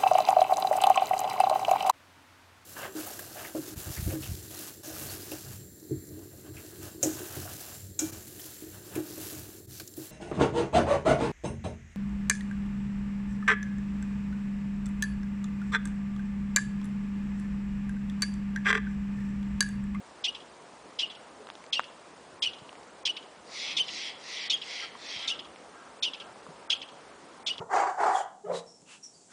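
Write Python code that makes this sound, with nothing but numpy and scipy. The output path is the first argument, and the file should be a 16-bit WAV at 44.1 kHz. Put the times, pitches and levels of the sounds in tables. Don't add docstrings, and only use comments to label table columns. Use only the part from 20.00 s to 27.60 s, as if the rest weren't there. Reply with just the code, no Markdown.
import sys
import numpy as np
from scipy import signal
from scipy.fft import rfft, irfft, next_fast_len
from scipy.io import wavfile
from scipy.ndimage import uniform_filter1d, map_coordinates

SR = 44100
rng = np.random.default_rng(int(sys.argv[2]) if len(sys.argv) > 2 else 0)


def transcribe(u):
    v = np.clip(np.atleast_2d(u).T, -1, 1)
    q = np.round(v * 32767).astype(np.int16)
    wavfile.write(sys.argv[1], SR, q)


def decibels_to_gain(level_db):
    exponent = np.asarray(level_db, float) / 20
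    return 10 ** exponent


N = 335160


def unit(x):
    return x / np.sqrt(np.mean(x ** 2) + 1e-20)


def along(points, hz):
    f, value = np.transpose(points)
    return np.interp(np.log(hz + 1), np.log(f + 1), value)


def wobble(rate, size=N):
    knots = rng.standard_normal(size // 40 + 9)
    return map_coordinates(knots, [np.arange(size) * rate / SR], order=2)


def patches(shape, depth_db, size):
    smooth = uniform_filter1d(rng.standard_normal(shape), size[0], 0)
    smooth = uniform_filter1d(smooth, size[1], 1)
    return decibels_to_gain(depth_db * unit(smooth))


def filtered(x, response):
    m = next_fast_len(len(x) + 4096)
    spectrum = rfft(x, m) * response(np.fft.rfftfreq(m, 1 / SR))
    return irfft(spectrum, m)[:len(x)]


def resonances(modes):
    def response(f):
        total = 0
        for k, (centre, width, db) in enumerate(modes):
            peak = 1j * f * width / (centre * centre - f * f + 1j * f * width)
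            total = total + (-1) ** k * decibels_to_gain(db) * peak
        return total
    return response


def hoarse(rate, jitter, gating, noise, size=N):
    phase = np.cumsum(rate / SR * np.exp(jitter * wobble(rate, size=size)))
    pulses = np.diff(np.floor(phase), prepend=0) * decibels_to_gain(4.8 * rng.standard_normal(size))
    puffs = rng.standard_normal(size) * np.exp(-gating * (phase % 1))
    share = np.clip(noise, 0, 1)
    return np.sqrt(1 - share) * unit(pulses) + np.sqrt(share) * unit(puffs)


def add(track, s, sound):
    part = track[round(s * SR):][:len(sound)]
    part += sound[:len(part)]


# time in seconds, strength in dB.
BREEZE = [(0.0, -52.5), (3.41, -52), (3.77, -49.5), (4.13, -52), (6.65, -51), (6.88, -52), (7.41, -51.5),
          (7.6, -50)]
# frequency in Hz, density in dB per Hz.
PINES = [(26, -50), (66, -11), (85, -17), (230, -6), (520, -3), (1050, -5.5), (2600, -18), (6000, -28.5)]
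# frequency in Hz, density in dB per Hz.
HISS = [(600, -30.5), (2500, -1), (5450, 1.5), (9920, -3.5), (10500, -58)]
HISS_DB = -62


def breeze():
    z = signal.stft(rng.standard_normal(N), nperseg=512)[2]
    patchy = signal.istft(z * patches(z.shape, 1.17, size=(5, 9)), nperseg=512)[1][:N]
    air = filtered(patchy, lambda f: decibels_to_gain(along(PINES, f)))
    hiss = filtered(rng.standard_normal(N), lambda f: decibels_to_gain(along(HISS, f)))
    s, db = np.transpose(BREEZE)
    strength_db = np.interp(np.arange(N) / SR, s, db) + 1.0 + 0.14 * wobble(3.17)
    return decibels_to_gain(strength_db) * unit(air) + decibels_to_gain(HISS_DB) * unit(hiss)


# frequency in Hz, time to fall 60 dB in seconds.
TREES = [(1000, 0.87), (3000, 0.52), (9000, 0.21)]


def forest(x):
    wet, half = np.zeros(N), SR // 2
    for start in range(0, N, half):
        hz, t, z = signal.stft(rng.standard_normal(half), SR, nperseg=256)
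        decay = decibels_to_gain(-60 * t / along(TREES, hz)[:, None])
        tail = signal.istft(z * decay, SR, nperseg=256)[1]
        echo = signal.fftconvolve(x[start:start + half], tail / np.linalg.norm(tail))
        add(wet, start / SR + .006, echo)
    return wet


# middle in seconds, level in dB, length in seconds.
CAWS = [
    (4.84, -49, 0.046),
    (5.293, -51.5, 0.19),
    (5.803, -54.5, 0.16),
    (6.258, -54.5, 0.13),
    (6.728, -53, 0.1),
]
# resonance in Hz, width in Hz, level in dB.
CROW = [(1280, 155, 3), (1613, 60, 5)]


def crow():
    t = np.arange(N) / SR
    shape = sum(decibels_to_gain(db) * np.exp(-np.abs(2 * (t - s) / length) ** 3) for s, db, length in CAWS)
    voice = filtered(hoarse(340, .03, 1.5, 0.18), lambda f: resonances(CROW)(f) ** 2)
    return shape * unit(voice)


# start in seconds, peak in dB, ring in Hz, ring length in cycles, crack in dB.
TICKS = [(1.471, -37, 1140, 3.3, -3), (1.4894, -34, 1310, 1.8, -9), (1.5015, -26, 1030, 0.79, -4),
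         (1.554, -36, 900, 1.3, -1.5), (1.641, -38, 2100, 3.6, -3), (1.665, -38, 4300, 2.1, -10),
         (1.7951, -10, 1130, 1.86, -22.5), (1.803, -29, 1400, 3.3, -7), (1.835, -37, 1980, 2.4, -9),
         (2.693, -36, 2800, 5.5, -11), (2.729, -41, 815, 4.4, 0), (2.754, -41.5, 2200, 3, -6),
         (2.832, -49, 700, 1.9, 5.5), (4.953, -36.5, 1040, 6.2, -20), (5.561, -37.5, 2400, 2.8, -15),
         (6.358, -46, 1030, 8.2, -16), (6.466, -37, 1110, 3.9, -30)]
# start in seconds, peak in dB, ring in Hz, ring length in cycles.
THUMPS = [(1.4, -43.5, 420, 14), (1.414, -46, 436, 6.5), (2.328, -46, 90, 4), (2.46, -46, 91, 7.5),
          (2.618, -35, 114, 1.5), (3.809, -45, 130, 3.2), (5.16, -40.5, 81, 2.6), (6.485, -40.5, 162, 7),
          (6.504, -38, 400, 3.2)]
SOFT_CRACK_DB = -60


def handling():
    track, t = np.zeros(N), np.arange(SR // 8) / SR
    bumps = [(*row, SOFT_CRACK_DB) for row in THUMPS]
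    for s, db, hz, cycles, crack_db in TICKS + bumps:
        u = t * hz / cycles
        ring = np.sin(2 * np.pi * hz * t) * (1 - np.exp(-12 * u)) * np.exp(-3 * u)
        noise = filtered(rng.standard_normal(len(t)), lambda f: resonances([(3300, 4500, 0)])(f) ** 3)
        crack = decibels_to_gain(crack_db - 60 * t / 0.0037) * noise
        thin = filtered(crack - ring, lambda f: (1j * f / (.3 * hz + 1j * f)) ** 3)
        add(track, s - .0003, decibels_to_gain(db + 9.0) * thin)
    return filtered(track, lambda f: (1j * f / (130 + 1j * f)) ** 3)


# start in seconds, length in seconds, level in dB, brightness in dB per octave, beak tuning (1 = rest).
SCOLDS = [
    (3.478, 0.25, -37, -1.5, 1.01),
    (3.825, 0.27, -38.5, 0.5, 0.974),
    (4.198, 0.27, -38, -1.5, 0.97),
    (4.595, 0.25, -39, -2.5, 0.97),
    (4.965, 0.29, -39.5, -2.5, 0.96),
]
# open in Hz, shut in Hz, width in Hz, open level in dB, shut level in dB.
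BEAK = [(1930, 2170, 480, -6.5, -7), (2680, 2560, 830, -12, -10.5), (3790, 3290, 390, -10.5, -3.5),
        (4400, 4080, 800, -3, -10), (5000, 4930, 780, -6, -8.5), (5750, 5700, 500, -7, -13),
        (6800, 6400, 1500, -7, -20)]
SWELL_DB, SWELL_SHARE, SWELL_CURVE = 22, .62, 2.1
SHUT_SHARE = 0.79
RELEASE_DB_PER_S = 485


def jay():
    start, size = SCOLDS[0][0] - .05, 2 * SR
    hz, t, z = signal.stft(hoarse(330, 0.59, 0.37, 0.96, size=size), SR, nperseg=512)
    f, power = hz[:, None] + 1, 0
    for s, length, db, bright_db, tuning in SCOLDS:
        since = t + start - s
        to_climb = np.clip(1 - since / (SWELL_SHARE * length), 0, 3)
        release_db = RELEASE_DB_PER_S * np.clip(since - length, 0, 1)
        effort_db = db - SWELL_DB * to_climb ** SWELL_CURVE - release_db
        shut = np.clip(since / (SHUT_SHARE * length), 0, 1)
        for open_hz, shut_hz, width, open_db, shut_db in BEAK:
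            centre = tuning * (open_hz + (shut_hz - open_hz) * shut)
            peak = 1 / (1 + ((f - centre ** 2 / f) / width) ** 2) ** 1.59
            tone_db = open_db + (shut_db - open_db) * shut + bright_db * np.log2(centre / 3300)
            power = power + decibels_to_gain(2 * (effort_db + tone_db)) * peak / peak.mean(axis=0)
    edge = 1 / (1 + (1650 / f) ** 8)
    gain = np.sqrt(power) * edge * patches(z.shape, 2.0, size=(3, 22))
    track = np.zeros(N)
    add(track, start, signal.istft(z * gain, SR, nperseg=512)[1])
    return track


# resonance in Hz, width in Hz, level in dB.
THROAT = [(2200, 420, -6.5), (2876, 380, 0.5), (3356, 423, 3), (4096, 590, -1), (5070, 510, -1),
          (5924, 230, -3), (6414, 340, -5), (9300, 2900, -11)]
LOW_EDGE_HZ = 2550


def rasps(events, lead):
    track, t = np.zeros(N), np.arange(SR // 10) / SR
    for s, db, length, bright_db, tuning in events:
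        source = hoarse(520, .4, 1.2, .88, size=len(t))

        def voiced(shift):
            throat = resonances([(hz * tuning * shift, width, level) for hz, width, level in THROAT])

            def response(f):
                tilt = decibels_to_gain(bright_db * np.log2(f / 3300 + 0.011))
                mouth = 1 / (1 + (LOW_EDGE_HZ / (f + 1)) ** 6) / (1 + (f / 7000) ** 2)
                return tilt * mouth * throat(f) ** 2
            return unit(filtered(source, response))

        wide, narrow = voiced(1.04), voiced(.94)
        closing = np.clip(t / (1.62 * length), 0, 1)
        sliding = np.sqrt(1 - closing) * wide + np.sqrt(closing) * narrow
        swell = np.clip(t / lead, 0, 1)
        sag = decibels_to_gain(-7 * (t / length) ** 1.12)
        shape = swell ** 1.85 * sag / (1 + np.exp((t - lead - length) / 0.0019))
        spent = 1 / (1 + np.exp((t - 2.4 * length) / .005))
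        breath = decibels_to_gain(-23.5) * swell * spent
        add(track, s - lead, decibels_to_gain(db - 4.5) * (shape + breath) * sliding)
    return track


# start in seconds, peak in dB, length in seconds.
CHUCKS = [(0.35, -31, 0.023), (0.403, -45, 0.032), (1.101, -33, 0.027), (1.1513, -38, 0.018),
          (1.842, -29, 0.0094), (1.882, -44.5, 0.023), (2.535, -33.5, 0.019), (2.587, -38, 0.012),
          (3.168, -23, 0.014), (3.228, -41, 0.022), (3.882, -24.5, 0.018), (4.6177, -26, 0.023),
          (5.392, -26.5, 0.018), (5.448, -38, 0.017), (6.1363, -28, 0.023), (6.2016, -31.5, 0.025),
          (6.818, -26, 0.019), (6.889, -35.5, 0.011), (7.5815, -28.5, 0.014)]
CHUCK_BRIGHT_DB, CHUCK_TUNING = -10.5, 0.94


def chucks():
    return rasps([(*row, CHUCK_BRIGHT_DB, CHUCK_TUNING) for row in CHUCKS], lead=0.004)


# time of its top in seconds, level in dB, pitch in Hz, rise in seconds, fall in seconds.
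WHISTLES = [(0.288, -24.5, 2930, 0.013, 0.0084), (1.036, -25, 2910, 0.0095, 0.012),
            (1.771, -27, 2850, 0.013, 0.018), (2.463, -26, 2980, 0.0091, 0.019),
            (3.1, -23.5, 2986, 0.017, 0.01), (3.809, -20.5, 3115, 0.028, 0.014),
            (4.542, -23.5, 3306, 0.024, 0.015), (5.32, -27.5, 2927, 0.036, 0.015),
            (6.067, -29, 3004, 0.04, 0.022), (6.733, -25.5, 3225, 0.043, 0.013),
            (7.512, -25.5, 2967, 0.014, 0.01)]
ROUGHNESS = [.02, .14, .14, .2, .02, .1, .14, .18, .2, .28, .1]
# multiple of the pitch, level in dB.
OVERTONES = [(2, -19.5), (3, -29)]


def whistles():
    track, t = np.zeros(N), np.arange(-SR // 25, SR // 20) / SR
    size = len(t)
    for (s, db, hz, rise, fall), rough in zip(WHISTLES, ROUGHNESS):
        climb = .3 * (1 - 3 * rough) * np.clip(-t / .021, 0, 1.3) ** 1.8
        sag = .075 * np.clip(t / .022, 0, 2) ** 1.3
        pitch = hz * (1 - climb - sag) * (1 + .1 * rough * wobble(500, size=size))
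        phase = 2 * np.pi * np.cumsum(pitch) / SR
        tone = np.sin(phase)
        for k, level in OVERTONES:
            ragged = decibels_to_gain(3 * wobble(250, size=size)) * np.sin(k * phase + .9 * wobble(500, size=size))
            tone = tone + decibels_to_gain(level) * ragged
        rising, falling = np.exp(-np.abs(t / rise) ** 1.2), np.exp(-np.abs(t / fall) ** 2.1)
        swell = np.where(t < 0, rising, falling) * np.clip(1 + t / .03, 0, 1) ** .5
        flutter_db = 13 * rough * wobble(300, size=size)
        add(track, s + t[0], decibels_to_gain(db + flutter_db) * swell * tone)
    return track


# start in seconds, peak in dB, length in seconds, brightness in dB per octave, throat tuning (1 = rest).
RASPS = [(0.2450, -14.5, 0.028, -7, 0.983), (0.9937, -17, 0.037, -7, 0.948), (1.7316, -14, 0.03, -8, 0.96),
         (2.4264, -14.5, 0.035, -6.5, 0.936), (3.0577, -12.5, 0.025, -6, 0.966),
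         (3.771, -14, 0.034, -6.5, 1.005), (4.5024, -14.5, 0.037, -7, 1.033),
         (5.2792, -18, 0.039, -3.5, 1.04), (6.0304, -13, 0.028, -8, 1.033),
         (6.7043, -14, 0.033, -6.5, 0.955), (7.4696, -16.5, 0.036, -4, 0.987)]


def barks():
    return rasps(RASPS, lead=0.0075)


FOREST_DB, JAY_FAR_DB = -19, 11


def scene():
    squirrel = barks() + chucks() + whistles()
    bird = jay()
    tail = decibels_to_gain(FOREST_DB) * forest(squirrel + decibels_to_gain(JAY_FAR_DB) * bird)
    return (squirrel + bird + tail + crow() + handling() + breeze())[None]


# start in seconds, end in seconds, low edge in Hz,
# high edge in Hz.
GAPS = [
    (.231, .239, 5500, 11000),
    (1.709, 1.724, 2800, 11000),
    (2.395, 2.417, 2200, 7300),
    (3.036, 3.051, 2500, 11000),
    (4.482, 4.496, 4300, 11000),
    (6.0, 6.021, 2900, 7200),
    (6.678, 6.695, 2500, 10000),
    (7.434, 7.46, 2500, 7300),
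]


def starved(x):
    hz, t, z = signal.stft(x, SR, nperseg=256)
    band, block = (hz / 520).astype(int), (t / .0116).astype(int)
    f = hz[:, None]
    loud_db = 10 * np.log10(uniform_filter1d(np.sum(np.abs(z) ** 2, axis=0), 31) + 1e-12)
    treble = np.clip((f - 3500) / 2500, 0, 1) + np.exp(-((f - 5700) / 600) ** 2)
    chance = treble * (0.11 + 0.0093 * np.clip(loud_db + 55.5, 0, 12))
    weak = 20 * np.log10(uniform_filter1d(np.abs(z), 5, axis=1) + 1e-9) < loud_db - 24
    lost = weak & (rng.random((SR // 500, N // 400))[band][:, block] < chance)
    for start, end, low_hz, high_hz in GAPS:
        lost = lost | (f > low_hz) & (f < high_hz) & (t > start) & (t < end)
    return signal.istft(z * np.where(lost, decibels_to_gain(-31), 1), SR, nperseg=256)[1][:N]


def top_cut(x):
    return signal.sosfilt(signal.butter(12, 10070, fs=SR, output="sos"), x)


TOP_HZ = 10080


def record(dry):
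    clipped = dry[0] / (1 + np.abs(dry[0] / .222) ** 12) ** (1 / 12)
    mix = filtered(starved(clipped), lambda f: (f < TOP_HZ) * 1j * f / (40 + 1j * f))
    return top_cut(mix[None])


dry = scene()
out = record(dry)
transcribe(out)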